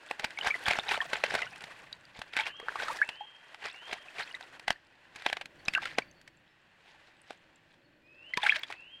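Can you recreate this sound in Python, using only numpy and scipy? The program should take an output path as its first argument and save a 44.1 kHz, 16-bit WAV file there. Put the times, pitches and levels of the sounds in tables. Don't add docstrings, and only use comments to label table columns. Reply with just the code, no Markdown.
import sys
import numpy as np
from scipy import signal
from scipy.fft import rfft, irfft, next_fast_len
from scipy.io import wavfile
from scipy.ndimage import map_coordinates

SR = 44100
rng = np.random.default_rng(int(sys.argv[2]) if len(sys.argv) > 2 else 0)


def transcribe(signal):
    frames = np.atleast_2d(signal).T
    limited = np.clip(frames, -1, 1)
    pcm = np.round(limited * 32767).astype(np.int16)
    wavfile.write(sys.argv[1], SR, pcm)


N = 396900


def amp(db):
    return 10 ** (np.asarray(db) / 20)


def unit(x):
    return x / np.sqrt(np.mean(x ** 2) + 1e-20)


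def along(points, hz):
    f, v = np.transpose(points)
    return np.interp(np.log(hz + 1), np.log(f + 1), v)


def curves(rows):
    s, *cols = np.transpose(rows)
    return [np.interp(np.arange(N) / SR, s, c) for c in cols]


def wobble(rate, size):
    knots = rng.standard_normal(int(size * rate / SR) + 4)
    return map_coordinates(knots, [np.arange(size) * rate / SR])


def filtered(x, response):
    n = x.shape[-1]
    m = next_fast_len(n + 2048)
    return irfft(rfft(x, m) * response(np.fft.rfftfreq(m, 1 / SR)), m)[..., :n]


def coloured(x, spectrum):
    return unit(filtered(x, lambda hz: amp(along(spectrum, hz))))


def add(track, s, sound):
    i = round(s * SR)
    sound, i = sound[max(-i, 0):], max(i, 0)
    track[i:i + len(sound)] += sound[:len(track) - i]


def echo(x, decay, size=SR):
    hz, t, z = signal.stft(rng.standard_normal(size), SR, nperseg=256)
    fading = z * amp(-60 * t / along(decay, hz)[:, None])
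    tail = signal.istft(fading, SR, nperseg=256)[1]
    return signal.fftconvolve(x, tail / np.linalg.norm(tail))[:N]


def droplets(rate, pitch_hz, spread, cycles, scatter_db, size=500):
    when, pitch, strength = rng.random((int(rate * N / SR), 3)).T
    hz = np.clip(pitch_hz * (pitch / (1 - pitch)) ** spread, 400, SR / 3)[:, None]
    age = hz * np.arange(size) / SR / cycles
    rings = np.sin(2 * np.pi * cycles * age * (1 + 0.034 * age)) * np.exp(-age)
    rings *= amp(-scatter_db * np.log(strength + .03))[:, None]
    at = (when * N).astype(int)[:, None] + np.arange(size)
    return unit(np.bincount(at.ravel(), rings.ravel(), N)[:N])


def pocket(t, pitch, swell, t60):
    shape = (1 - np.exp(-(t / swell) ** 2)) * amp(-60 * t / t60)
    unrest = 1 - np.exp(-t / 0.0059)
    shake = amp(5.2 * unrest * wobble(266, size=len(t)))
    phase = np.cumsum(pitch * (1 + 0.022 * unrest * wobble(680, size=len(t)))) / SR
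    return shape / shape.max() * shake * np.sin(2 * np.pi * phase)


# t/s, low rush level/dB, higher murmur level/dB
AIR_DRIFT = [(0.0, -78.5, -68), (0.77, -68, -64), (1.0, -70, -80), (1.33, -64, -70), (1.48, -68.5, -74.5),
             (2.48, -75.5, -75), (2.93, -73, -69), (3.06, -76, -73), (3.41, -78.5, -81),
             (4.49, -74.5, -69.5), (5.01, -76.5, -75), (5.44, -70.5, -68), (5.79, -66, -64),
             (6.57, -75.5, -79), (8.32, -75.5, -70), (9.0, -75, -75)]
# f/Hz, relative level/dB per Hz
LOW_AIR_COLOUR = [(20, -8), (60, -5.5), (110, -3), (160, 0), (210, -5.5), (300, -11), (600, -41)]
# f/Hz, relative level/dB per Hz
HIGHER_AIR_COLOUR = [(150, -27.5), (250, -1.5), (330, 5), (420, -7), (600, 3), (900, -40.5)]


def air(low_db=2, higher_db=1.0):
    low, higher = curves(AIR_DRIFT)
    rush = amp(low + low_db) * coloured(rng.standard_normal(N), LOW_AIR_COLOUR)
    rush += amp(higher + higher_db) * coloured(rng.standard_normal(N), HIGHER_AIR_COLOUR)
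    return amp(wobble(2.3, size=N)) * rush


# t/s from its start at slowness 1, f/Hz, relative level/dB
WHISTLE_SHAPE = [(0, 2390, -2), (0.06, 2514, 1), (.17, 2745, 5.5), (0.231, 3048, 2.5), (0.272, 3200, 11),
                 (.31, 3240, 5.5), (.34, 3380, -24)]
# t/s, slowness (stretch of the time), level/dB before the direct and echo trims
WHISTLE_CALLS = [(2.28, 1.03, -56.5), (2.92, 1.03, -56.5), (3.561, 1.1, -58), (8.02, 1.2, -59.5),
                 (8.659, 1.02, -57.5)]
# t/s, length/s, start f/Hz, end f/Hz, level/dB before the trims
THIN_NOTES = [(5.52, 0.065, 6200, 5460, -78), (5.585, 0.024, 4600, 4200, -61),
              (5.70, 0.028, 4500, 4640, -59), (6.0, 0.05, 4630, 4480, -62), (6.14, 0.071, 4480, 4340, -71),
              (6.42, 0.17, 5350, 5200, -84), (6.44, 0.1, 3940, 3800, -78), (6.58, .14, 7450, 7300, -94),
              (7.123, 0.17, 7900, 7670, -82), (7.814, 0.086, 4470, 4280, -71.5),
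              (8.025, 0.13, 5100, 4960, -78)]
# f/Hz, t60/s
TREE_DECAY = [(200, 0.26), (3000, 0.96), (10000, 0.6)]


def songbirds(direct_db=-2, echo_db=-3, quaver_db=4):
    out = np.zeros(N)
    at, hz, db = np.transpose(WHISTLE_SHAPE)
    for s, slowness, level in WHISTLE_CALLS:
        t = np.arange(int(at[-1] * slowness * SR)) / SR / slowness
        pitch = np.interp(t, at, hz) * (1 + 0.0079 * wobble(39.2, size=SR)[:len(t)])
        level = level + 2 * wobble(27.6, size=SR)[:len(t)]
        voice = np.sin(2 * np.pi * np.cumsum(pitch) / SR)
        add(out, s, amp(level + np.interp(t, at, db)) * signal.windows.tukey(len(t), .1) * voice)
    for s, length, start_hz, end_hz, level in THIN_NOTES:
        pitch = np.linspace(start_hz, end_hz, int(length * SR))
        level = level + quaver_db * wobble(55, size=len(pitch))
        voice = np.sin(2 * np.pi * np.cumsum(pitch) / SR)
        add(out, s, amp(level) * np.hanning(len(pitch)) * voice)
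    return amp(direct_db) * out + amp(echo_db) * echo(out, TREE_DECAY)


DUNK_S, DUNK_WIDTH_S, DUNK_DB = 2.824, 0.17, -47.5


def dunk():
    return np.exp(-((np.arange(N) / SR - DUNK_S) / DUNK_WIDTH_S) ** 2)


WAKE_DB, WAKE_RISE_S, WAKE_FALL_S = -13, 0.012, 0.027
SLAP_WAKE_DB, SLAP_WAKE_S = -29, 0.027
# t/s, level/dB
POOL_LEVEL = [(0.0, -58.5), (0.12, -54.5), (0.58, -48.5), (1.3, -49.5), (1.65, -54.5), (2.2, -58),
              (2.38, -52.5), (2.66, -62.5), (2.91, -44.5), (3.18, -57), (4.61, -55.5), (4.76, -67),
              (5.11, -61.5), (5.31, -50.5), (5.46, -65), (5.69, -56.5), (5.86, -57), (6.02, -61),
              (6.31, -67.5), (6.82, -62.5), (8.05, -69), (8.52, -56.5), (8.85, -65), (9.0, -65.5)]


def stirring(pool_db=-.5, restless_db=1.65):
    trickle_db, = curves(POOL_LEVEL)
    power = amp(trickle_db + pool_db + restless_db * wobble(4, size=N)) ** 2
    power += (amp(DUNK_DB) * dunk()) ** 2
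    t = np.arange(-SR // 5, SR // 2) / SR
    wake = np.exp(-np.maximum(-t / WAKE_RISE_S, t / WAKE_FALL_S))
    for s, db, *_ in WING_SWEEPS:
        add(power, s + t[0], (amp(db + WAKE_DB) * wake) ** 2)
    slap_wake = np.exp(-t[t >= 0] / SLAP_WAKE_S)
    for s, db, *_ in WING_SLAPS:
        add(power, s, (amp(db + SLAP_WAKE_DB) * slap_wake) ** 2)
    return 10 * np.log10(power)


DRIP_DB, DRIP_GROWS, CALM_DB = -86, 1.415, -69
# f/Hz, relative level/dB per Hz
SLOSH_COLOUR = [(180, -29), (300, -6.5), (385, -6), (838, -1.5), (1130, -3.5), (1280, -6), (1510, 1),
                (1920, 3), (2150, -3.5), (2620, 0), (3590, -8.5), (3920, -12.5), (4120, -10.5), (4730, -16),
                (6000, -24.5), (7800, -24), (13200, -120)]
# f/Hz, relative level/dB per Hz
DRIP_COLOUR = [(2000, -9), (3500, -0.5), (4600, -2), (6000, -7.5), (9000, -10), (11500, -18),
               (16000, -29.5)]


def churn(surge_db=5.0):
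    stir_db = stirring()
    wet_db = DRIP_DB + DRIP_GROWS * (stir_db - CALM_DB)
    share = np.clip((stir_db + 70) / 32, .1, .85)
    fizz = droplets(rate=900, pitch_hz=1750, spread=.3, cycles=7, scatter_db=3.5)
    slosh = np.sqrt(share) * coloured(fizz, SLOSH_COLOUR)
    slosh += np.sqrt(1 - share) * coloured(rng.standard_normal(N), SLOSH_COLOUR)
    ticks = droplets(rate=70, pitch_hz=7000, spread=.3, cycles=3, scatter_db=6)
    drips = coloured(.5 * ticks + rng.standard_normal(N), DRIP_COLOUR)
    surge = amp(surge_db * share * wobble(68, size=N))
    return surge * (amp(stir_db) * slosh + amp(wet_db) * drips)


# t/s, starting f/Hz, level/dB
SMALL_DROPS = [(1.928, 4560, -31.5), (2.053, 4700, -46), (3.729, 8020, -49), (4.278, 7040, -52),
               (4.349, 3760, -33), (4.727, 4460, -40), (4.954, 3970, -60), (5.653, 5970, -43.5),
               (5.659, 3870, -40), (5.683, 5040, -23.5), (6.113, 6200, -50), (6.372, 7330, -60),
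               (7.217, 8900, -51.5), (7.559, 7460, -52.5), (8.341, 4160, -36), (8.593, 4370, -42)]


def drops(t60=0.013, tick_db=-11, tick_t60=0.0075):
    out, t = np.zeros(N), np.arange(SR // 25) / SR
    for s, hz, db in SMALL_DROPS:
        tick = amp(tick_db - 60 * t / tick_t60) * coloured(rng.standard_normal(len(t)), DRIP_COLOUR)
        ring = 0.98 * pocket(t, hz * (1 + 5 * t), 0.000088, t60)
        add(out, s, amp(db) * (tick + ring))
    return out


def gurgle(level_db=-46):
    plops = droplets(rate=160, pitch_hz=1400, spread=.2, cycles=7, scatter_db=3.5, size=1200)
    return amp(level_db) * dunk() * plops


# f/Hz, relative level/dB per Hz
SPLASH_COLOUR = [(25, -16), (150, -18), (320, -11.5), (480, -5), (800, 2), (980, -6.5), (1250, -9),
                 (1600, 1), (2350, -1), (3100, -7), (5000, -12.5), (6000, -17.5), (8800, -21),
                 (16000, -41.5)]
SWELL_CYCLES = 1.8
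# t/s, starting f/Hz, level/dB, t60/s, initial rise/octaves per 10 ms
AIR_POCKETS = [(.374, 2200, -29.5, 0.037, 0.048), (.411, 2940, -27.5, 0.029, .046),
               (0.505, 2270, -21.5, 0.063, 0.03), (0.5418, 1990, -21, 0.037, .019),
               (0.657, 3290, -22.5, .017, .05), (0.796, 3580, -24.5, 0.021, 0.026),
               (.884, 3780, -27.5, 0.017, .04), (0.9, 2470, -30, 0.035, .028),
               (.953, 3720, -31, 0.018, 0.044), (1.004, 1780, -18.5, 0.031, 0.022),
               (1.015, 1050, -36, 0.061, 0.071), (1.015, 3120, -26, 0.013, .21),
               (1.389, 1420, -30, 0.03, .08), (1.42, 2000, -29.5, 0.044, 0.035),
               (1.43, 2750, -31, 0.02, .045), (1.473, 2860, -38, .03, .06), (1.535, 2500, -40, 0.046, .05),
               (1.928, 3870, -33.5, 0.017, .035), (2.391, 850, -27.5, 0.08, 0.048),
               (2.397, 2290, -25, 0.031, 0.091), (2.684, 1440, -19.5, 0.0078, 0.11),
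               (2.691, 1620, -22.5, 0.01, 0.23), (2.757, 1150, -29.5, 0.021, .1),
               (2.799, 1460, -27.5, 0.03, .05), (2.883, 1240, -23.5, 0.019, 0.09),
               (2.896, 897, -35, 0.053, .063), (2.91, 1130, -30.5, 0.046, 0.064),
               (2.988, 1720, -34, .073, 0.015), (3.0155, 1566, -14, .042, 0.21),
               (3.027, 2100, -27, 0.032, .14), (3.207, 808, -35.5, 0.085, 0.04),
               (4.084, 2500, -38, 0.028, .13), (4.311, 2890, -40, 0.028, 0.036),
               (4.343, 1950, -28.5, 0.031, 0.05), (4.759, 1810, -43, 0.019, 0.066),
               (5.289, 3180, -33.5, .028, .03), (5.683, 2450, -14.5, 0.014, 0.19),
               (5.75, 2690, -13, 0.016, .05), (5.755, 1610, -20.5, 0.018, .035),
               (5.763, 1465, -24, 0.088, 0.091), (5.782, 1210, -23.5, 0.011, .13),
               (5.857, 1400, -31, 0.039, .041), (6.02, 2280, -36, 0.023, 0.051),
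               (8.3362, 2020, -21.5, 0.019, 0.07), (8.375, 960, -29, 0.079, 0.034),
               (8.431, 3380, -21.5, 0.015, .23), (8.433, 818, -26.5, 0.1, 0.011),
               (8.463, 1530, -16, 0.03, 0.11), (8.494, 2160, -8.5, 0.027, 0.44),
               (8.502, 3250, -25.5, 0.043, .009), (8.522, 1726, -17, 0.035, .025),
               (8.633, 3380, -28, 0.029, .03)]


def bubbles(glide_s=0.028, pinch_db=-19, pinch_t60=0.015):
    out, t = np.zeros(N), np.arange(SR // 8) / SR
    for s, hz, db, t60, rise in AIR_POCKETS:
        swell = SWELL_CYCLES / hz
        octaves = rise * glide_s / 10 ** -2 * (1 - np.exp(-t / glide_s))
        pitch = hz * 2 ** octaves
        crack = (1 - np.exp(-t / swell)) * amp(pinch_db - 60 * t / pinch_t60)
        crack *= coloured(rng.standard_normal(len(t)), SPLASH_COLOUR)
        add(out, s, amp(db) * (pocket(t, pitch, swell, t60) + crack))
    return out


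def fallback(thrown, linger_s=0.043):
    memory = np.exp(-np.arange(SR // 3) / SR / linger_s)
    loudness = np.abs(signal.fftconvolve(np.abs(thrown), memory / memory.sum())[:N])
    plinks = droplets(rate=80, pitch_hz=3000, spread=.25, cycles=12, scatter_db=4.5, size=1000)
    return amp(-7) * loudness * plinks


USUAL_DB = -30
SPATTER_DB, SPATTER_PER_FORCE, SPATTER_PER_THUMP = -3, -0.24, .28


def band_levels(db, thump_db, hollow_db):
    spatter_db = SPATTER_DB + SPATTER_PER_FORCE * (db - USUAL_DB) + SPATTER_PER_THUMP * thump_db
    return db + np.array([thump_db, hollow_db, 0, spatter_db])


# low edge f/Hz, high edge f/Hz
STROKE_BANDS = [(20, 250), (250, 1200), (1200, 3500), (3500, 16000)]


def splash(burst, push, shape, levels_db):
    out = 0
    for source, (lo, hi), db in zip([push, burst, burst, burst], STROKE_BANDS, levels_db):
        edges = lambda hz: 1 / np.sqrt((1 + (lo / (hz + 1)) ** 10) * (1 + (hz / hi) ** 10))
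        part = filtered(source, lambda hz: amp(along(SPLASH_COLOUR, hz)) * edges(hz))
        out = out + amp(db) * part * np.linalg.norm(shape) / np.linalg.norm(part)
    return out


COLLAPSE = 0.91
SWEEP_THUMP_DB, THUMP_PER_HOLLOW = -20, 0.45
# t/s of the crest, splash level/dB, hollow level/dB relative to it, swell/s
WING_SWEEPS = [(0.209, -47, -1, 0.0094), (0.247, -37, -2.5, 0.01), (.469, -30, -7, 0.019),
               (.677, -25, -11, 0.01), (.714, -27, -12, 0.011), (.765, -39, -6, 0.032),
               (.895, -34, -5.5, .016), (.921, -29.5, -17, 0.012), (.943, -34.5, -8, 0.018),
               (1.152, -38, -6, 0.027), (1.262, -36, -16, 0.011), (1.352, -37, -4, 0.058),
               (2.171, -51.5, -3.5, 0.015), (2.338, -37, -18, 0.004), (2.403, -32.5, -22, 0.023),
               (2.472, -35.5, -21, 0.012), (2.832, -40, -3.5, 0.029), (2.885, -40.5, -36, 0.015),
               (3.66, -38, -8, 0.02), (3.927, -42, -3, 0.023), (4.202, -35, -9.5, 0.019),
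               (5.2, -54, -19, .045), (5.274, -46, -9, 0.03), (5.831, -37.5, -13, 0.0099),
               (5.88, -45.5, -23, 0.061), (6.89, -63.5, -4, 0.04), (7.08, -70.5, -3, 0.054),
               (7.74, -71, -6, 0.041), (7.31, -56, -3.5, 0.027), (8.438, -32, -25, 0.012),
               (8.477, -32, -41, 0.031), (8.552, -38, -25, 0.032), (8.709, -47.5, -8, 0.024)]


def sweeps(flutter_db=3.5):
    out, t = np.zeros(N), np.arange(-SR // 8, SR // 6) / SR
    spray = droplets(rate=3000, pitch_hz=2900, spread=.55, cycles=2.2, scatter_db=4)
    spray += .4 * rng.standard_normal(N)
    spray *= amp(flutter_db * wobble(220, size=N))
    for s, db, hollow, swell in WING_SWEEPS:
        shape = np.exp(-np.maximum(-t, t / COLLAPSE) / swell) * signal.windows.tukey(len(t))
        burst = shape * spray[rng.integers(N - len(t)):][:len(t)]
        push = shape * rng.standard_normal(len(t))
        levels = band_levels(db, SWEEP_THUMP_DB + THUMP_PER_HOLLOW * hollow, hollow)
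        add(out, s + t[0], splash(burst, push, shape, levels))
    return out


TOUCH_S = .0045
# t/s of the crest, splash level/dB, thump level/dB and hollow level/dB relative to it, t60/s
WING_SLAPS = [(.112, -28, -27, 1.5, 0.011), (.1969, -33, -18, -8, 0.022), (0.2441, -25.5, -28, -4.5, 0.019),
              (.2471, -28.5, -10, -14, 0.012), (0.3066, -40, -37, -24, 0.022),
              (0.3885, -29.5, -31, -10.5, 0.01), (.4725, -22.5, -18, -6.5, 0.014),
              (0.6834, -22.5, -10, -11, 0.016), (.7111, -22, -23, -5, 0.016),
              (.7349, -22, -35, -24, 0.0051), (0.7888, -28, -8.5, 6.5, 0.0045),
              (0.9184, -26.5, -22, 1, 0.0088), (.9772, -35.5, -21, 9, .005),
              (1.133, -24.5, -25, -3.5, 0.024), (1.2391, -20.5, -33.5, -3, 0.028),
              (1.3423, -26.5, -19, 1.5, 0.0061), (1.3512, -25, -15.5, -0.5, 0.024),
              (1.3918, -35.5, -40, -18, .02), (1.4197, -30.5, -28, -12, 0.014),
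              (1.5599, -45, -17, -9, 0.015), (1.6078, -42.5, -33, -38, 0.016),
              (1.64, -40.5, -12, -5, 0.021), (2.1916, -52, 7, 5, 0.032), (2.2178, -34, -29, -6, 0.018),
              (2.3669, -24.5, -25, -11, 0.024), (2.3738, -27, -43, -12, .02),
              (2.39, -23.5, -44, -15, 0.0067), (2.4578, -38.5, -32, -7, 0.015),
              (2.4705, -32.5, -31, -22, 0.024), (2.6003, -44, -28, 5, 0.013), (2.6852, -40, -43.5, 4, .015),
              (2.7572, -42, -30, 7.5, .034), (2.8321, -37, -38.5, 0, 0.022),
              (3.0907, -31.5, -22, -9, 0.026), (3.5462, -40.5, -33, -5, 0.0095),
              (3.9301, -32.5, -17, -4, 0.032), (4.4103, -41, -32, -5, 0.013), (4.5971, -42, -20, -9, .013),
              (4.6808, -22.5, -24.5, -6, 0.022), (4.7061, -18, -15, -6, 0.0085),
              (5.16, -43.5, -13, -8.5, 0.032), (5.2225, -38.5, -33.5, -11, 0.011),
              (5.2638, -20.5, -22.5, -2.5, 0.014), (5.3001, -30.5, -31, -5.5, 0.0076),
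              (5.3294, -23, -27, -7.5, 0.015), (5.3699, -31, -41, -7.5, 0.014),
              (5.4128, -36, -35, -6, 0.036), (5.4582, -39, -17, -17, 0.012), (5.6839, -26, -5, -6, 0.0045),
              (5.7371, -32, -23, -30, 0.035), (5.7517, -23.5, -39.5, -23, 0.0045),
              (5.7772, -38.5, -34.5, 3, 0.0099), (5.8561, -29, -27.5, -17, 0.015),
              (5.9853, -21, -13.5, 0.5, 0.015), (6.2148, -55, -12, -22, 0.01),
              (6.2772, -47, -34, -15, 0.029), (7.3072, -44, -17, 8.5, 0.012),
              (8.3739, -24, -13, -10.5, 0.018), (8.467, -19, -50, -31, 0.013),
              (8.5595, -28, -41, -26.5, 0.033), (8.5645, -31.5, -38, -27, .015),
              (8.6341, -35, -35, -25.5, 0.026), (8.703, -46, -27, 10.5, 0.016),
              (8.7252, -33, -49, -47, 0.017)]


def slaps(rise_s=0.00076, push_s=0.0002, wash_db=-21, wash_t60=0.061):
    out, t = np.zeros(N), np.arange(-SR // 50, SR // 10) / SR
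    before, age = np.minimum(t, 0), np.maximum(t, 0)
    for s, db, thump, hollow, t60 in WING_SLAPS:
        crack = np.exp(before / rise_s) * amp(-60 * age / t60)
        wash = np.exp(before / TOUCH_S) * amp(wash_db - 60 * age / wash_t60)
        shape = crack + wash
        burst = shape * rng.standard_normal(len(t))
        push = np.exp(-(t / push_s) ** 2) + 1.2 * burst
        add(out, s + t[0], splash(burst, push, shape, band_levels(db, thump, hollow)))
    return out


# f/Hz, t60/s
BANK_DECAY = [(200, 0.042), (1800, 0.1), (10000, 0.048)]
# f/Hz, likeness (1 = same)
LEFT_RIGHT_LIKENESS = [(3000, 1), (5000, 1), (8000, 1), (13000, 0.88)]


def scene(banks_db=-18, trees_db=-33, width=0.73):
    spray = sweeps()
    bath = slaps() + spray + fallback(spray) + bubbles() + gurgle() + drops()
    echoes = amp(banks_db) * echo(bath, BANK_DECAY) + amp(trees_db) * echo(bath, TREE_DECAY)
    mid = bath + echoes + churn() + songbirds() + air()
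    side_gain = lambda hz: np.tan(np.arccos(np.clip(along(LEFT_RIGHT_LIKENESS, hz), 0, 1)) / 2)
    treble = filtered(mid, side_gain)
    side = width * treble * wobble(900, size=N)
    return np.array([mid + side, mid - side])


TOP_HZ = 16100


def record(dry):
    return filtered(dry, lambda hz: hz < TOP_HZ)


dry = scene()
out = record(dry)
transcribe(out)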